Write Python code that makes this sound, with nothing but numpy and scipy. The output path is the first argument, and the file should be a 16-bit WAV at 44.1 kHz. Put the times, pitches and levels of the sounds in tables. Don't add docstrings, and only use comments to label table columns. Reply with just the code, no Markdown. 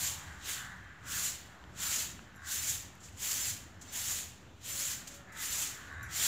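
import sys
import numpy as np
from scipy import signal
from scipy.io import wavfile
from scipy.ndimage import uniform_filter1d

SR = 44100
rng = np.random.default_rng(int(sys.argv[2]) if len(sys.argv) > 2 else 0)


def int16_out(signal):
    q = np.round(np.clip(np.atleast_2d(signal).T, -1, 1) * 32767)
    wavfile.write(sys.argv[1], SR, q.astype(np.int16))


def invert_db(level):
    return 10 ** (np.asarray(level, dtype=float) / 20)


N = 276727


def evened(x):
    return x / np.sqrt(np.mean(x ** 2) + 1e-20)


def read(points, hz):
    f, value = np.transpose(points)
    return np.interp(np.log(hz + 1), np.log(f + 1), value)


def follow(points, t):
    return np.interp(t, *np.transpose(points))


def add(mix, s, sound):
    part = mix[round(s * SR):][:len(sound)]
    part += sound[:len(part)]


def resonate(x, hz, width):
    turn = np.exp(2j * np.pi * np.cumsum(hz * np.ones(len(x))) / SR)
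    r = np.exp(-np.pi * width / SR)
    return 2 * (turn * signal.lfilter([1 - r], [1, -r], x / turn + 1e-18)).real


def steep(x, hz, width):
    return resonate(resonate(resonate(x, hz, width), hz, 2 * width), hz, 3 * width)


def shaped(x, field_db, size=256):
    overlap = size * 3 // 4
    hz, s, z = signal.stft(x, SR, nperseg=size, noverlap=overlap)
    z = z * invert_db(field_db(hz[:, None], s[None]))
    return signal.istft(z, SR, nperseg=size, noverlap=overlap)[1][..., :x.shape[-1]]


def smooth_noise(count, width):
    return evened(uniform_filter1d(rng.standard_normal(count), width))


def patches(shape, tall, wide):
    blobs = rng.standard_normal(shape[::-1]).T
    return evened(uniform_filter1d(uniform_filter1d(blobs, tall, 0), wide, 1))


def arch(t, top_at):
    return np.sin(np.pi / 2 * np.interp(t / t[-1], [0, np.clip(top_at, .1, .9), 1], [0, 1, 2]))


# pitch_hz, level_db (per Hz)
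TOWN_AIR = [(35, -1), (92, -4.5), (263, -4), (461, -14), (750, -11.5), (1100, -12), (1780, -11),
            (2240, -18), (3370, -22), (4820, -30.5), (7250, -36), (9130, -48), (11500, -40), (15600, -43)]
# time_s, level_db
FLOCK = [(0, 2), (1.0, 1.5), (1.7, 3), (2.3, -2.5), (3.0, -1), (3.7, -1.5), (4.5, -4), (5.2, 1.5),
         (6.27, 7)]
# pitch_hz, width_hz, level_db
DRONES = [(57.7, 11, -4.5), (79.1, 8.3, 0), (96.6, 27, 0), (123.6, 11.5, -6.5), (156.6, 8.6, -11),
          (181.5, 4.3, -8)]
# time_s, level_db
SURGES = [(0.0, -46), (0.3, -48.5), (0.72, -50.5), (1.17, -49), (1.8, -49.5), (2.1, -51.5), (2.74, -49.5),
          (3.16, -51.5), (3.53, -50.5), (4.07, -52), (4.28, -54.5), (4.93, -52), (5.5, -54), (6.05, -48.5)]


def town():
    def air_db(hz, t):
        flock_db = follow(FLOCK, t) / (1 + ((hz - 1670) / 750) ** 4)
        return read(TOWN_AIR, hz) + flock_db + 1.34 * patches((hz.size, t.size), 30, 10)

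    air = shaped(rng.standard_normal(N), air_db, size=2048)
    drones = 0
    for hz, width, db in DRONES:
        drone = resonate(resonate(rng.standard_normal(N), hz, width), hz, 2 * width)
        drones = drones + invert_db(db) * evened(drone)
    t = np.arange(N) / SR
    fall_db_per_s, floor_db = 37, -58.5
    swell_db = np.max([db - fall_db_per_s * abs(t - s) for s, db in SURGES], axis=0)
    return invert_db(-56.5) * evened(air) + invert_db(np.maximum(swell_db, floor_db) - 2.5) * evened(drones)


# pitch_hz, level_db (per Hz)
OWN_HISS = [(60, -5), (100, -30), (266, 10.5), (900, -1.5), (3500, 0), (5500, -11.5), (8300, -21.5),
            (11800, -8), (15600, -7)]
# start_s, low_hz, high_hz, level_db
SPLITS = [
    (1.107, 12400, 14470, -50),
    (1.851, 6200, 7580, -44),
    (2.571, 5770, 7580, -44.5),
    (3.337, 8870, 10340, -54.5),
    (3.407, 5200, 6890, -45),
    (3.43, 4220, 5200, -49),
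    (3.871, 5690, 7580, -58),
    (4.707, 5690, 7580, -48),
    (4.8, 10940, 12400, -54),
    (5.473, 5690, 6890, -48.5),
]


def difference():
    side = invert_db(-78) * evened(shaped(rng.standard_normal(N), lambda hz, t: read(OWN_HISS, hz) + 0 * t))
    for s, low, high, db in SPLITS:
        band_pass = signal.butter(6, (low, high), "band", fs=SR, output="sos")
        band = signal.sosfiltfilt(band_pass, rng.standard_normal(2048))
        add(side, s, invert_db(db) * evened(band) * signal.windows.hann(2048) * 1.5)
    return np.array([side, -side])


# start_s, length_s, level_db at the top, beak opening (factor on the throat), hoarseness at the top (0-1)
CAWS = [(0, .34, -54, .62, .85), (.5, .3, -58, .62, .9), (.12, .36, -53, 1.04, .9),
        (.45, .32, -47, 1.0, .8), (.76, .3, -54, 1.04, .8), (1.0, .25, -48, .95, .9),
        (1.75, .2, -52, .85, .9), (2.2, .16, -59, .97, .7), (4.72, .34, -57, 1.0, .8),
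        (5.26, .26, -48, 1.12, .6), (5.7, .2, -52, 1.0, .8), (6.02, .16, -51, 1.15, .7),
        (2.33, .27, -50, .99, .35), (5.862, .13, -48, 1.0, .18), (5.957, .11, -47, .99, .18)]
# pitch_hz, width_hz, level_db
THROAT = [(1140, 100, -1), (1540, 250, 2), (1880, 300, -3.5)]
# pitch_hz, width_hz, level_db
NASAL = (3850, 260, -13.5)


def caw(start, length, top_db, opening, top_hoarse):
    t = np.arange(0, length, 1 / SR)
    slack = 1 - arch(t, .45)
    effort_db = top_db - 14 * slack
    rattle_hz = 77 * (1 - .02 * t / length)
    beak = opening * (1 + .02 * (t / length - .5))
    hoarse = np.clip(top_hoarse + 0.27 * slack, 0, 1)
    turns = np.cumsum(rattle_hz * (1 + .1 * hoarse * smooth_noise(len(t), 600))) / SR
    slaps = np.diff(np.floor(turns), prepend=0)
    puffs = (hoarse + np.exp(-(turns % 1) / 0.63)) * rng.standard_normal(len(t))
    drive = (1 - hoarse) * evened(slaps - slaps.mean()) + hoarse * evened(puffs)
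    voice = invert_db(NASAL[2]) * steep(drive, *NASAL[:2])
    smear = 1 + .7 * top_hoarse
    for k, (hz, width, db) in enumerate(THROAT):
        voice = voice + (-1) ** k * invert_db(db) * steep(drive, hz * beak, width * smear)
    return start, invert_db(effort_db) * evened(voice) * signal.windows.tukey(len(t), .15)


# pitch_hz, level_db (per Hz)
BRISTLES = [(300, -25), (550, -21), (1000, -18.5), (1900, -10.5), (2500, -11), (3100, -8.5), (4000, -9),
            (5000, -9.5), (6200, -5.5), (8000, -9), (9500, -12), (12000, -10), (13000, -12.5), (15600, -11)]
TIPS_PER_S = 30000


def snaps(count, per_s, spread_db):
    size = invert_db(spread_db * np.minimum(rng.exponential(1, count), 4)) * rng.standard_normal(count)
    return evened(size * (rng.random(count) < per_s / SR))


def broom_colour(hz, rasp_db, fizz_db):
    low = 1 / (1 + (hz / 4700) ** 6)
    high = 1 / (1 + (9000 / (hz + 1)) ** 12)
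    return read(BRISTLES, hz) + low * (rasp_db + 6.5) + high * (fizz_db + 7.5)


# start_s (landing), end_s (lift-off), start_level_db, end_level_db (pressure), rasp_db against the hiss
STROKES = [(0.01, 0.065, -38, -33.5, -3), (0.489, 0.539, -40.5, -40, 1), (1.123, 1.28, -39.5, -36.5, -3),
           (1.832, 2.02, -38.5, -37.5, -1), (2.519, 2.746, -37, -38, -3.5), (3.044, 3.06, -60, -54.5, -4),
           (3.242, 3.497, -37.5, -36, -4.5), (3.852, 3.9, -60, -54, 2), (3.968, 4.191, -40, -38.5, -2.5),
           (4.687, 4.916, -42, -38, -2.5), (5.08, 5.12, -62, -58.5, 2.5), (5.423, 5.635, -40, -35, -2.5),
           (6.05, 6.06, -63, -62, -10), (6.169, 6.267, -38.5, -29, -1.5)]
RASP_SHAPE = (4, 0, 0.5, -2.5, 6, 7)
FIZZ_SHAPE = (-11.5, -8, -4, -6.5, -7, -12)
# time_s, level_db
LITTER = [(0, 7.5), (0.6, 4.5), (1.3, 2), (2.0, -4.5), (2.7, -7), (3.5, -9), (4.2, -2.5), (5.0, 2),
          (5.7, 6.5)]
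# time_s, level_db (extra pressure), half_length_s
LEANS = [
    (1.26, 4.5, .03),
    (1.95, 3, 0.12),
    (2.6, -2.5, 0.053),
    (2.697, 7, 0.032),
    (3.319, 4, 0.037),
    (4.04, -1, .03),
    (4.11, 5, 0.057),
    (4.74, -2.5, .02),
    (4.812, 4, .06),
    (5.49, -4, 0.021),
]


def stroke_controls(t):
    swing_s, catch_s = 0.071, 0.039
    let_go_s, settle_s = .16, 0.37
    air_s, touch_s = 0.17, 0.02
    power, rasp, fizz = 1e-12, 0, 0
    for land, lift, land_db, lift_db, rasp_db in STROKES:
        steps = [land - swing_s, swing_s - catch_s, catch_s, max(lift - land, .001), let_go_s, settle_s - let_go_s]
        s = np.cumsum(steps)
        litter_db = follow(LITTER, lift)
        times = [s[0] - air_s, s[0] - touch_s, *s, s[-1] + settle_s]
        levels = [land_db - 60, land_db - 30, land_db - 19, land_db - 7, land_db, lift_db,
                  lift_db - 26 + .3 * litter_db, lift_db - 43 + litter_db, lift_db - 60]
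        own = invert_db(2 * np.interp(t, times, levels))
        light_db = 0.43 * min(land_db + 46, 0)
        power = power + own
        rasp = rasp + own * (rasp_db + np.interp(t, s, RASP_SHAPE))
        fizz = fizz + own * (np.interp(t, s, FIZZ_SHAPE) + light_db)
    lean_db = sum(db * np.clip(1 - abs(t - s) / half, 0, 1) for s, db, half in LEANS)
    return 10 * np.log10(power) + lean_db, rasp / power - 0.57 * lean_db, fizz / power - 0.42 * lean_db


def broom():
    s = np.arange(0, N + 64, 64) / SR
    press_db, rasp_db, fizz_db = stroke_controls(s)

    def field_db(hz, t):
        colour_db = broom_colour(hz, np.interp(t, s, rasp_db), np.interp(t, s, fizz_db))
        return colour_db + 1.25 * patches((hz.size, t.size), 5, 24)

    hiss = evened(shaped(snaps(N, TIPS_PER_S, 0.49), field_db))
    flutter_db = 0.65 * smooth_noise(N, 500) + 0.11 * smooth_noise(N, 90)
    return hiss * invert_db(np.interp(np.arange(N) / SR, s, press_db) - 0.5 + flutter_db)


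# pitch_hz, t60_s
YARD = [(500, 0.7), (2000, 0.76), (7000, 0.5), (14000, 0.089)]


def yard(x):
    taps = np.zeros(SR // 2)
    at = np.arange(200, len(taps) - 20, 20)
    taps[at + rng.integers(0, 20, len(at))] = rng.choice([-1., 1.], len(at))
    tail = shaped(taps, lambda hz, t: -60 * t / read(YARD, hz))
    return signal.fftconvolve(x, tail / np.linalg.norm(tail))[:N]


# start_s, level_db (peak), t60_s, rasp_db, fizz_db
SCUFFS = [(2.999, -47, 0.29, -12, -20), (3.027, -39, 0.26, -11, -20), (3.8112, -35.5, 0.14, -14, -17),
          (3.924, -29, .15, -11, -2), (4.5017, -66, .15, -11, -13), (4.642, -37, 0.17, -16, -10),
          (5.071, -28.5, 0.13, -6, -10), (5.105, -39, 0.41, -6, -14), (5.135, -37, 0.27, -3, -6),
          (5.318, -43, 0.25, -19, -8), (6.104, -38, 0.16, -6, -6), (2.9514, -46, .03, -15, -4),
          (3.0874, -50, .03, -8, -3), (5.8394, -51, .03, -8, 0), (5.456, -20, 0.018, -10, -10),
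          (2.3595, -49, .03, -8, -4), (3.12, -48, .2, -8, -12), (0.39, -48, .3, -4, -14),
          (0.64, -43, .3, -4, -10)]


def scuff(db, t60, rasp_db, fizz_db):
    t = np.arange(SR // 5) / SR
    grit = snaps(len(t), TIPS_PER_S, spread_db=2.0)
    grit = evened(shaped(grit, lambda hz, s: broom_colour(hz, rasp_db, fizz_db)))
    rise = np.minimum(t / (0.036 * t60), 1)
    return grit * invert_db(db - 15.0 - 60 * t / t60) * rise * np.linspace(1, 0, len(t))


# start_s, length_s, pitch_hz, level_db (top), glide_hz_per_s
COOS = [
    (4.74, .1, 1030, -65, -50),
    (5.3, .12, 900, -64, -140),
    (4.3, .3, 268, -67, -30),
    (4.68, .22, 563, -66, 20),
    (5.05, .25, 566, -64, -10),
    (5.18, .1, 750, -66, 0),
    (.8, .2, 3160, -77, -200),
    (4.47, .1, 3500, -76, 0),
]


def dove(start, length, hz, top_db, glide):
    t = np.arange(0, length, 1 / SR)
    tone = np.sin(2 * np.pi * np.cumsum(hz + glide * (t - length / 2)) / SR)
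    waver_db = 2.6 * smooth_noise(len(t), 1200)
    level_db = top_db - 9 * (1 - arch(t, 0.35)) + waver_db
    return start, invert_db(level_db) * evened(tone) * signal.windows.tukey(len(t), .15)


# start_s, level_db (peak), pitch_hz, t60_s
TICKS = [
    (1.0295, -52, 1900, .01),
    (1.6402, -42, 1750, 0.0077),
    (2.1926, -40, 1510, 0.009),
    (2.3435, -50, 1460, .01),
    (3.0855, -49, 2580, .01),
    (3.089, -54, 2600, 0.0092),
    (4.598, -70, 1400, 0.009),
]


def tick(db, hz, t60):
    t = np.arange(1000) / SR
    modes = np.sin(2 * np.pi * hz * t) + 0.62 * np.sin(2 * np.pi * hz * 1.74 * t)
    return invert_db(db - 60 * t / t60) * modes


# start_s, level_db (peak), middle_db (middle modes against the upper)
CLINKS = [
    (2.3466, -67, -5),
    (2.3595, -57.5, 6),
    (3.0849, -58, -3),
    (5.876, -63, 0),
    (5.9235, -64, 4),
    (6.0292, -45.5, -2),
]
# pitch_hz, level_db, t60_s
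BANGLE = [(3980, -12, .06), (5800, -3, .2), (6300, -6, .12), (7120, -17, .16), (7300, -4.5, 0.064),
          (8300, -16, .04), (10500, -14, .05), (10940, -8, 0.23), (11350, -2, .07), (11700, -3, 0.12),
          (12100, -12, .04), (13600, -13, .04), (15200, -11, .06)]


def clink(db, middle_db):
    t = np.arange(SR // 4) / SR
    ring = 0
    for hz, level, t60 in BANGLE:
        mode_db = level + middle_db * (6500 < hz < 9000) - 5 * (hz < 6500)
        for pair in (.996, 1.004):
            tone = np.sin(2 * np.pi * hz * pair * t + rng.uniform(0, 2 * np.pi))
            ring = ring + invert_db(mode_db - 60 * t / t60) * tone
    crack = np.diff(rng.standard_normal(len(t) + 1)) * invert_db(-3 - 60 * t / .035)
    knocks = np.zeros(400)
    knocks[rng.integers(60, 400, 2)] = 0.21
    knocks[0] = 1
    strike = (ring + crack) * np.minimum(t / 0.0011, 1)
    return invert_db(db - 10.5) * np.convolve(strike, knocks)


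def scene():
    near, far = broom(), np.zeros(N)
    for rows, source in ((SCUFFS, scuff), (CLINKS, clink), (TICKS, tick)):
        for s, *rest in rows:
            add(near, s, source(*rest))
    for rows, source in ((CAWS, caw), (COOS, dove)):
        for row in rows:
            add(far, *source(*row))
    mid = near + 0.58 * far + yard(invert_db(-14) * near + 0.46 * far) + town()
    return np.array([mid, mid])


def band_limit(x):
    return signal.sosfilt(signal.butter(12, 16780, fs=SR, output="sos"), x)


def record(dry):
    port_hz, port_width_hz, port_gain = 7220, 768, 2.59
    heard = dry[0] + port_gain * resonate(dry[0], port_hz, port_width_hz) + difference()
    cut = signal.sosfilt(signal.butter(10, 47, "high", fs=SR, output="sos"), heard)
    top_cut = signal.firwin(1023, 15615, window=("kaiser", 10), fs=SR)
    finished = signal.oaconvolve(cut, top_cut[None], "same") - .0006
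    return band_limit(finished)


dry = scene()
out = record(dry)
int16_out(out)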